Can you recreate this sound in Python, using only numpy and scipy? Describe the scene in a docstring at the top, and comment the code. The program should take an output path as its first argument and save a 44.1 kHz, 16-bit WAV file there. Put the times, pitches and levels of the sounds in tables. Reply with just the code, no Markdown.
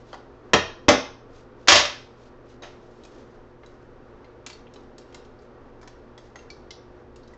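"""Hammer and pliers at a workbench

In a small shed a hammer claw knocks scrap twice and the hammer drops on the steel top: each impact
rattles the scrap and excites the modes of the bench, and the drop rings the hammer too. A tool is laid
down and pliers pick at a small metal part with clicks and short rings. Gloves and sleeves rustle by
friction, a fan and mains hum fill the room, and a limiter holds the loud blows down."""
import sys
import numpy as np
from scipy import signal
from scipy.fft import rfft, irfft
from scipy.io import wavfile
from scipy.ndimage import uniform_filter1d, minimum_filter1d

SR = 44100
rng = np.random.default_rng(int(sys.argv[2]) if len(sys.argv) > 2 else 0)


def unload_audio(sound):
    """Save the sound as a 16-bit wav file, at the path given as the first command line argument."""
    columns = np.transpose(np.atleast_2d(sound))
    # keep every value between -1 and 1, then stretch to whole-number steps
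    steps = np.round(np.clip(columns, -1, 1) * 32767)
    wavfile.write(sys.argv[1], SR, steps.astype(np.int16))


N = 325017


def amp(db):
    """Amplitude ratio of a level in decibels."""
    return 10 ** (np.asarray(db) / 20)


def unit_rms(x):
    """Normalisation to an rms of 1."""
    return x / np.sqrt(np.mean(x ** 2) + 1e-20)


def at_hz(points, hz):
    """Interpolation of (frequency, value) rows on a logarithmic frequency axis."""
    points_hz, values = np.array(points).T
    return np.interp(np.log(hz), np.log(points_hz), values)


def shaped_noise(size, gain_db):
    """Spectral shaping: white noise weighted by the function gain_db(hz), at rms 1."""
    hz = np.maximum(np.arange(size // 2 + 1) * SR / size, 1)
    spectrum = rfft(rng.standard_normal(size)) * amp(gain_db(hz))
    return unit_rms(irfft(spectrum, size))


def bell_db(hz, centre_hz, octaves):
    """Gaussian band on a log axis, 6 dB down at the given octaves from its centre."""
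    return -6 * (np.log2(hz / centre_hz) / octaves) ** 2


def drift(rate_hz):
    """Random modulation at rms 1, lying mostly below rate_hz."""
    knots = rng.standard_normal(int(N / SR * rate_hz * 2) + 2)
    return unit_rms(np.interp(np.arange(N) / SR * rate_hz * 2, np.arange(len(knots)), knots))


def decay(t60_s, size):
    """Exponential decay from 1, falling 60 dB in t60_s (3 ms at the shortest)."""
    return amp(-60 * np.arange(size) / SR / max(t60_s, .003))


def add(out, start_s, sound):
    """Superposition of a sound on out from start_s."""
    i = round(start_s * SR)
    out[i:i + len(sound)] += sound[:N - i]


def fan():
    """Room resonance: steady air noise is reinforced at the standing waves between the walls."""
    # spectrum of the moving air: frequency_hz, density_db
    air_spectrum = [(8, -25.5), (15, -4), (60, -7), (110, -11.5), (190, -14), (230, -8), (500, -9.5),
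                    (680, -15.5), (1400, -17), (2100, -28), (6000, -42.5), (8200, -53.5)]
    # standing waves: centre_hz, width_hz, lift_db
    room_modes = [(22, 12, 9), (66, 16, 6), (145, 8, 6), (238, 25, 7), (265, 12, 7), (300, 12, 3),
                  (345, 14, 5), (415, 28, 7), (463, 14, 8), (490, 14, 7), (512, 18, 6), (551, 14, 5),
                  (610, 14, 8), (655, 20, 4), (750, 30, 5), (805, 25, 4), (900, 20, 4), (930, 16, 5),
                  (998, 15, 5), (1149, 30, 5), (1900, 120, 3)]

    def gain_db(hz):
        lift_db = sum(db / (1 + (2 * (hz - centre) / width) ** 2) for centre, width, db in room_modes)
        return at_hz(air_spectrum, hz) + lift_db
    return amp(-48.5 + .6 * drift(rate_hz=6)) * shaped_noise(N, gain_db)


def mains_hum():
    """Harmonics: even multiples of the mains frequency, each wavering a little in level."""
    # hum partials: pitch_hz, rms_db, waver_db
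    harmonics = [(120, -59, 1.2), (360, -58, 1.5)]
    t = np.arange(N) / SR
    out = np.zeros(N)
    for hz, rms_db, waver_db in harmonics:
        amplitude = np.sqrt(2) * amp(rms_db + waver_db * drift(rate_hz=4.4))
        out += amplitude * np.sin(2 * np.pi * (hz * t + rng.random()))
    return out


def cloth_rustle():
    """Stick-slip friction: fibres catch and let go, so each stroke is a swell of grainy, bright noise."""
    # strokes of sleeve and glove: centre_s, level_db, half_length_s
    strokes = [(0, -63, .027), (.111, -61, .053), (.196, -70, .054), (1.379, -62, .062), (1.632, -68, .046),
               (2.24, -65.5, .07), (2.515, -61.5, .043), (2.725, -65.5, .044), (2.936, -67.5, .18),
               (3.176, -62.5, .084), (3.321, -70.5, .06), (3.72, -72, .04), (3.829, -73, .03),
               (4.573, -70, .06), (4.823, -74, .04), (5.096, -70, .03), (5.43, -74, .05), (5.926, -72, .05),
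               (6.252, -66, .05), (6.418, -73, .04), (7.299, -73, .07)]
    t = np.arange(N) / SR
    stroke_power = sum(amp(2 * db) * np.exp(-2 * ((t - s) / half) ** 2) for s, db, half in strokes)
    fidget = amp(-81.5 + 5 * drift(rate_hz=6))   # small hand movements come and go
    friction = shaped_noise(N, lambda hz: bell_db(hz, 4400, octaves=2.7) - 3 * (hz / 6000) ** 4)
    grain = amp(1.8 * drift(rate_hz=70))
    return np.sqrt(stroke_power + fidget ** 2) * friction * grain


def resonator(impulses, hz, t60_s):
    """Damped oscillator: a unit impulse starts a decaying sine of amplitude 1."""
    radius, angle = amp(-60 / (t60_s * SR)), 2 * np.pi * hz / SR
    feedback = [1, -2 * radius * np.cos(angle), radius ** 2]
    return signal.lfilter([0, np.sin(angle)], feedback, impulses + 1e-18)


def plier_clicks():
    """Impulse excitation: a contact cracks, thumps through hand and bench, and rings the metal's modes."""
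    # contacts of tool and part: start_s, level_db, crack_hz, width_octaves, thump_db,
    # then a pair for each prominent mode: pitch_hz, relative_db
    contacts = [(.1296, -37.5, 3950, .55, 16, 3200, -5), (.1414, -39, 4000, .8, 16.5, 1950, -7),
                (2.6224, -39, 3500, .75, 13, 6390, -12, 3830, -5),
                (2.632, -40, 2500, .6, 7.5, 1760, -6, 2500, -11), (3.036, -41.5, 5450, 1.3, -13, 3830, -10),
                (3.0494, -39, 5000, 1.1, -1, 2500, -13), (3.6336, -46, 2200, .8, 12, 2100, -4),
                (3.6611, -48.5, 5025, .9, 11, 3920, -3.5, 6550, -15), (4.2438, -47, 2800, .7, 4, 2100, -7),
                (4.4633, -22.5, 3980, 1.6, -9), (4.4994, -32, 3000, 1.1, -2, 2310, -13),
                (4.5301, -41.5, 4500, 1.1, -7, 4420, -.8), (4.6688, -47, 2600, .43, 4, 2310, -10),
                (4.7371, -40.5, 5480, 1.1, -3), (4.7594, -44, 3030, .85, 10, 3920, -5, 3060, -7),
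                (4.9811, -35.5, 5000, .9, -1), (5.0194, -52, 2520, .9, -7, 2750, -8),
                (5.1243, -46, 3040, .9, 6), (5.1447, -33, 4200, .9, 3, 2100, -12.5),
                (5.2475, -48, 3400, .8, -5, 3200, -10), (5.3894, -54, 4610, .37, -11.5, 4620, -6),
                (5.4194, -55, 6000, .65, -4, 2310, -10), (5.8142, -48, 4480, .75, 3.5, 2310, -8),
                (5.8287, -43.5, 3800, 1.3, 9, 1760, -12), (5.875, -36, 3800, 1.4, 5, 2310, -15),
                (6.1779, -39, 4360, 1.3, 7, 1950, -11, 3400, -9.5),
                (6.3574, -37.5, 2500, 1.2, 8, 1950, -2.5, 6390, -14),
                (6.3904, -47, 3000, 1.2, -7, 2750, 0., 2100, -7),
                (6.5021, -33.5, 4560, .45, -3, 2310, -5, 4420, -9),
                (6.7067, -28, 4350, .5, -12, 3920, -16, 2100, -14),
                (7.1596, -40, 5500, 1.2, -20, 2750, -16), (7.233, -50.5, 4400, .4, -5, 4420, -9.5),
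                (7.2759, -48.5, 4480, .8, -15, 3920, -9), (7.3357, -49.5, 4500, 1.6, 7, 1950, 2.)]
    # modes of tool and part: pitch_hz, t60_s
    part_modes = [(1760, .12), (1950, .06), (2100, .07), (2310, .065), (2500, .1), (2750, .05),
                  (3060, .045), (3200, .05), (3400, .045), (3830, .1), (3920, .06), (4180, .06),
                  (4420, .085), (4620, .05), (4860, .06), (5250, .05), (5700, .04), (6390, .2), (6550, .06)]
    part_hz = np.array(part_modes)[:, 0]
    clicks, impulses = np.zeros(N), np.zeros((len(part_modes), N))
    size = 8192
    rise = 1 - decay(.003, size)
    for start_s, level_db, crack_hz, octaves, thump_db, *prominent in contacts:
        crack = shaped_noise(size, lambda hz: bell_db(hz, crack_hz, octaves)) * decay(.052, size)
        thump = shaped_noise(size, lambda hz: bell_db(hz, 700, octaves=.97)) * decay(.06, size)
        add(clicks, start_s, amp(level_db - 8) * (crack + amp(thump_db - 4.5) * thump) * rise)
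        drive = amp(level_db - 36 + 4 * rng.standard_normal(len(part_modes)))   # all modes stir a little
        for hz, relative_db in zip(prominent[::2], prominent[1::2]):
            drive[np.argmin(abs(part_hz - hz))] = amp(level_db + relative_db)
        impulses[:, round(start_s * SR)] = drive * rng.choice([-1, 1], len(part_modes))
    pings = sum(resonator(hits, hz, t60_s) for hits, (hz, t60_s) in zip(impulses, part_modes))
    return clicks, pings


def excite_modes(rings, start_s, drive_db, modes):
    """Free vibration: each mode of a struck body builds up over a few cycles, then decays."""
    t = np.arange(SR // 2) / SR
    for hz, mode_db, t60_s in modes:
        swing = np.sin(2 * np.pi * (hz * t + rng.random()))
        envelope = (1 - decay(4 / hz, len(t))) * decay(t60_s, len(t))
        gain = amp(drive_db + mode_db + 2.1 * rng.standard_normal())
        add(rings, start_s, gain * swing * envelope)


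def bench_impact(rattle, rings, start_s, level_db, t60_s, tilt_db_per_octave, frame_db, bench_db):
    """Broadband excitation: a blow rattles loose scrap and drives the modes of frame and bench top."""
    # spectrum of the rattling scrap: frequency_hz, density_db
    scrap_spectrum = [(20, -40.5), (50, -25.5), (180, -20.5), (270, -5.5), (400, -12.5), (580, -3),
                      (950, -7.5), (1200, -7), (3000, -9.5), (6600, -16), (8190, -29.5)]
    # modes of legs and floor: pitch_hz, level_db, t60_s
    frame_modes = [(62, -8, .4), (88, 1, .5), (125, -8, .35), (165, -10, .3), (235, -3, .25)]
    # modes of the steel top: pitch_hz, level_db, t60_s
    bench_modes = [(263, 0, .35), (313, -2, .25), (400, -8, .25), (468, -3, .3), (498, 2, .3),
                   (560, -2, .25), (583, -1, .25), (610, -3, .25), (648, -1, .25), (748, 1, .25),
                   (822, 0, .2), (886, -3, .2), (1010, -3, .22), (1105, -6, .2), (1222, -5, .2),
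                   (1300, -2, .2), (1696, -4, .2), (1804, -5, .2), (2002, -5, .2), (2085, -7, .2),
                   (2291, -6, .2)]
    size = 16384
    noise = shaped_noise(size, lambda hz: at_hz(scrap_spectrum, hz)
                         + tilt_db_per_octave * np.log2(hz / 1000))
    rise = 1 - decay(.003, size)   # the contact spreads over about half a millisecond
    add(rattle, start_s, amp(level_db) * noise * rise * decay(t60_s, size))
    excite_modes(rings, start_s, frame_db, frame_modes)
    excite_modes(rings, start_s, bench_db, bench_modes)


def claw_knocks(rattle, rings):
    """Double impact: the claw knocks the scrap twice, touching twice each time."""
    # claw contacts: start_s, level_db, rattle_t60_s, tilt_db_per_octave, bench_db
    contacts = [(.5338, -7, .048, .3, -27), (.539, -6, .055, -2.8, -27), (.8825, -7.5, .15, -3.5, -22),
                (.888, -6, .052, 4.5, -20.5)]
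    for *contact, bench_db in contacts:
        bench_impact(rattle, rings, *contact, frame_db=-29, bench_db=bench_db)


def hammer_drop(rattle, rings):
    """Inelastic rebound: the hammer touches, lands and bounces, its steel ringing at each contact."""
    # contacts with the top: start_s, level_db, rattle_t60_s, hammer_db
    bounces = [(1.6739, -19.5, .06, -48), (1.6827, -4.5, .2, -21.5), (1.72, -5, .077, -19),
               (1.755, -8, .13, -34), (1.79, -17.5, .13, -38), (1.851, -27, .1, -39.5)]
    # modes of the hammer: pitch_hz, level_db, t60_s
    hammer_modes = [(583, 5, .28), (638, -2, .25), (997, -2, .25), (1112, 4, .22), (1272, -3, .25),
                    (1751, 1, .28), (1940, -3, .3), (2040, -2, .4), (2505, -2, .45), (2688, 1, .32),
                    (3108, -1, .35), (3200, -2, .4), (3390, -5, .35), (3555, -3, .3), (3766, -2, .33),
                    (4468, -4, .3), (4569, -4, .3), (4657, -1, .32), (5114, -5, .3), (5580, -9, .4),
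                    (5680, -1, .25), (6115, -8, .28), (6928, -14, .35), (7620, -27, .55)]
    for start_s, level_db, t60_s, hammer_db in bounces:
        bench_impact(rattle, rings, start_s, level_db, t60_s, tilt_db_per_octave=2.1,
                     frame_db=level_db - 26, bench_db=level_db - 27)
        excite_modes(rings, start_s, hammer_db, hammer_modes)


def tool_set_down(rattle, rings):
    """Soft impact: a tool laid on the bench gives a faint, duller rattle."""
    # gentle contact: start_s, level_db, rattle_t60_s
    contacts = [(2.632, -41, .25)]
    for start_s, level_db, t60_s in contacts:
        bench_impact(rattle, rings, start_s, level_db, t60_s, tilt_db_per_octave=-1.6,
                     frame_db=level_db - 30, bench_db=level_db - 22)


def shed_reverb(x):
    """Reverberation: the direct sound plus a diffuse tail that decays at its own rate in each band."""
    # reverberation times of the shed: frequency_hz, t60_s
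    decay_times = [(60, 0.29), (200, 0.3), (500, .38), (1200, 0.43), (3000, 0.4), (6000, 0.41),
                   (8000, 0.14)]
    tail_db, build_up_s = -9, .0024
    size = SR // 2
    tail = np.zeros(size)
    for hz in 40 * 2 ** np.arange(0, 8, .5):
        half_octave = signal.butter(2, [hz / 2 ** .25, hz * 2 ** .25], "band", fs=SR, output="sos")
        band = signal.sosfilt(half_octave, rng.standard_normal(size))
        tail += band * decay(at_hz(decay_times, hz), size)
    tail *= 1 - np.exp(-np.arange(size) / SR / build_up_s)   # echoes gather after the first walls
    tail /= np.sqrt(np.sum(tail ** 2))
    return x + amp(tail_db) * signal.fftconvolve(x, tail)[:N]


def limiter(x, ceiling_db, release_db_per_s):
    """Gain control: the level ducks just ahead of a peak and recovers at a steady rate."""
    release_db = release_db_per_s * np.arange(N) / SR
    held_peak_db = np.maximum.accumulate(20 * np.log10(abs(x) + 1e-9) + release_db) - release_db
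    duck_db = np.minimum(ceiling_db - held_peak_db, 0)
    window = 89   # 2 ms of look-ahead and smoothing
    return x * amp(uniform_filter1d(minimum_filter1d(duck_db, window), window))


def scene():
    """Superposition: clicks and rattles excite the shed's echo; bench and hammer rings arrive direct."""
    rattle, rings = np.zeros((2, N))
    claw_knocks(rattle, rings)
    hammer_drop(rattle, rings)
    tool_set_down(rattle, rings)
    clicks, pings = plier_clicks()
    wall_share = .45   # fraction of the held part's ring that reaches the walls
    contacts = shed_reverb(rattle + clicks + wall_share * pings) + (1 - wall_share) * pings
    return (contacts + rings + cloth_rustle() + fan() + mains_hum())[None]


def record(dry):
    """Saturation and band limiting: rounded peaks, a dull top, a limiter, preamp hiss and a cut-off."""
    treble_hz, cutoff_hz, hiss_db = 7400, 8300, -86
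    rounded = 1.1 * np.tanh(dry[0] / 1.1)   # the capsule overloads on the hardest peaks
    dull = signal.sosfilt(signal.butter(8, treble_hz, fs=SR, output="sos"), rounded)
    limited = limiter(dull, ceiling_db=-.9, release_db_per_s=119.5)
    hiss = amp(hiss_db) * rng.standard_normal(N)
    steep_lowpass = signal.cheby2(14, 24, cutoff_hz, fs=SR, output="sos")
    return signal.sosfiltfilt(steep_lowpass, limited + hiss)[None]


dry = scene()
out = record(dry)
unload_audio(out)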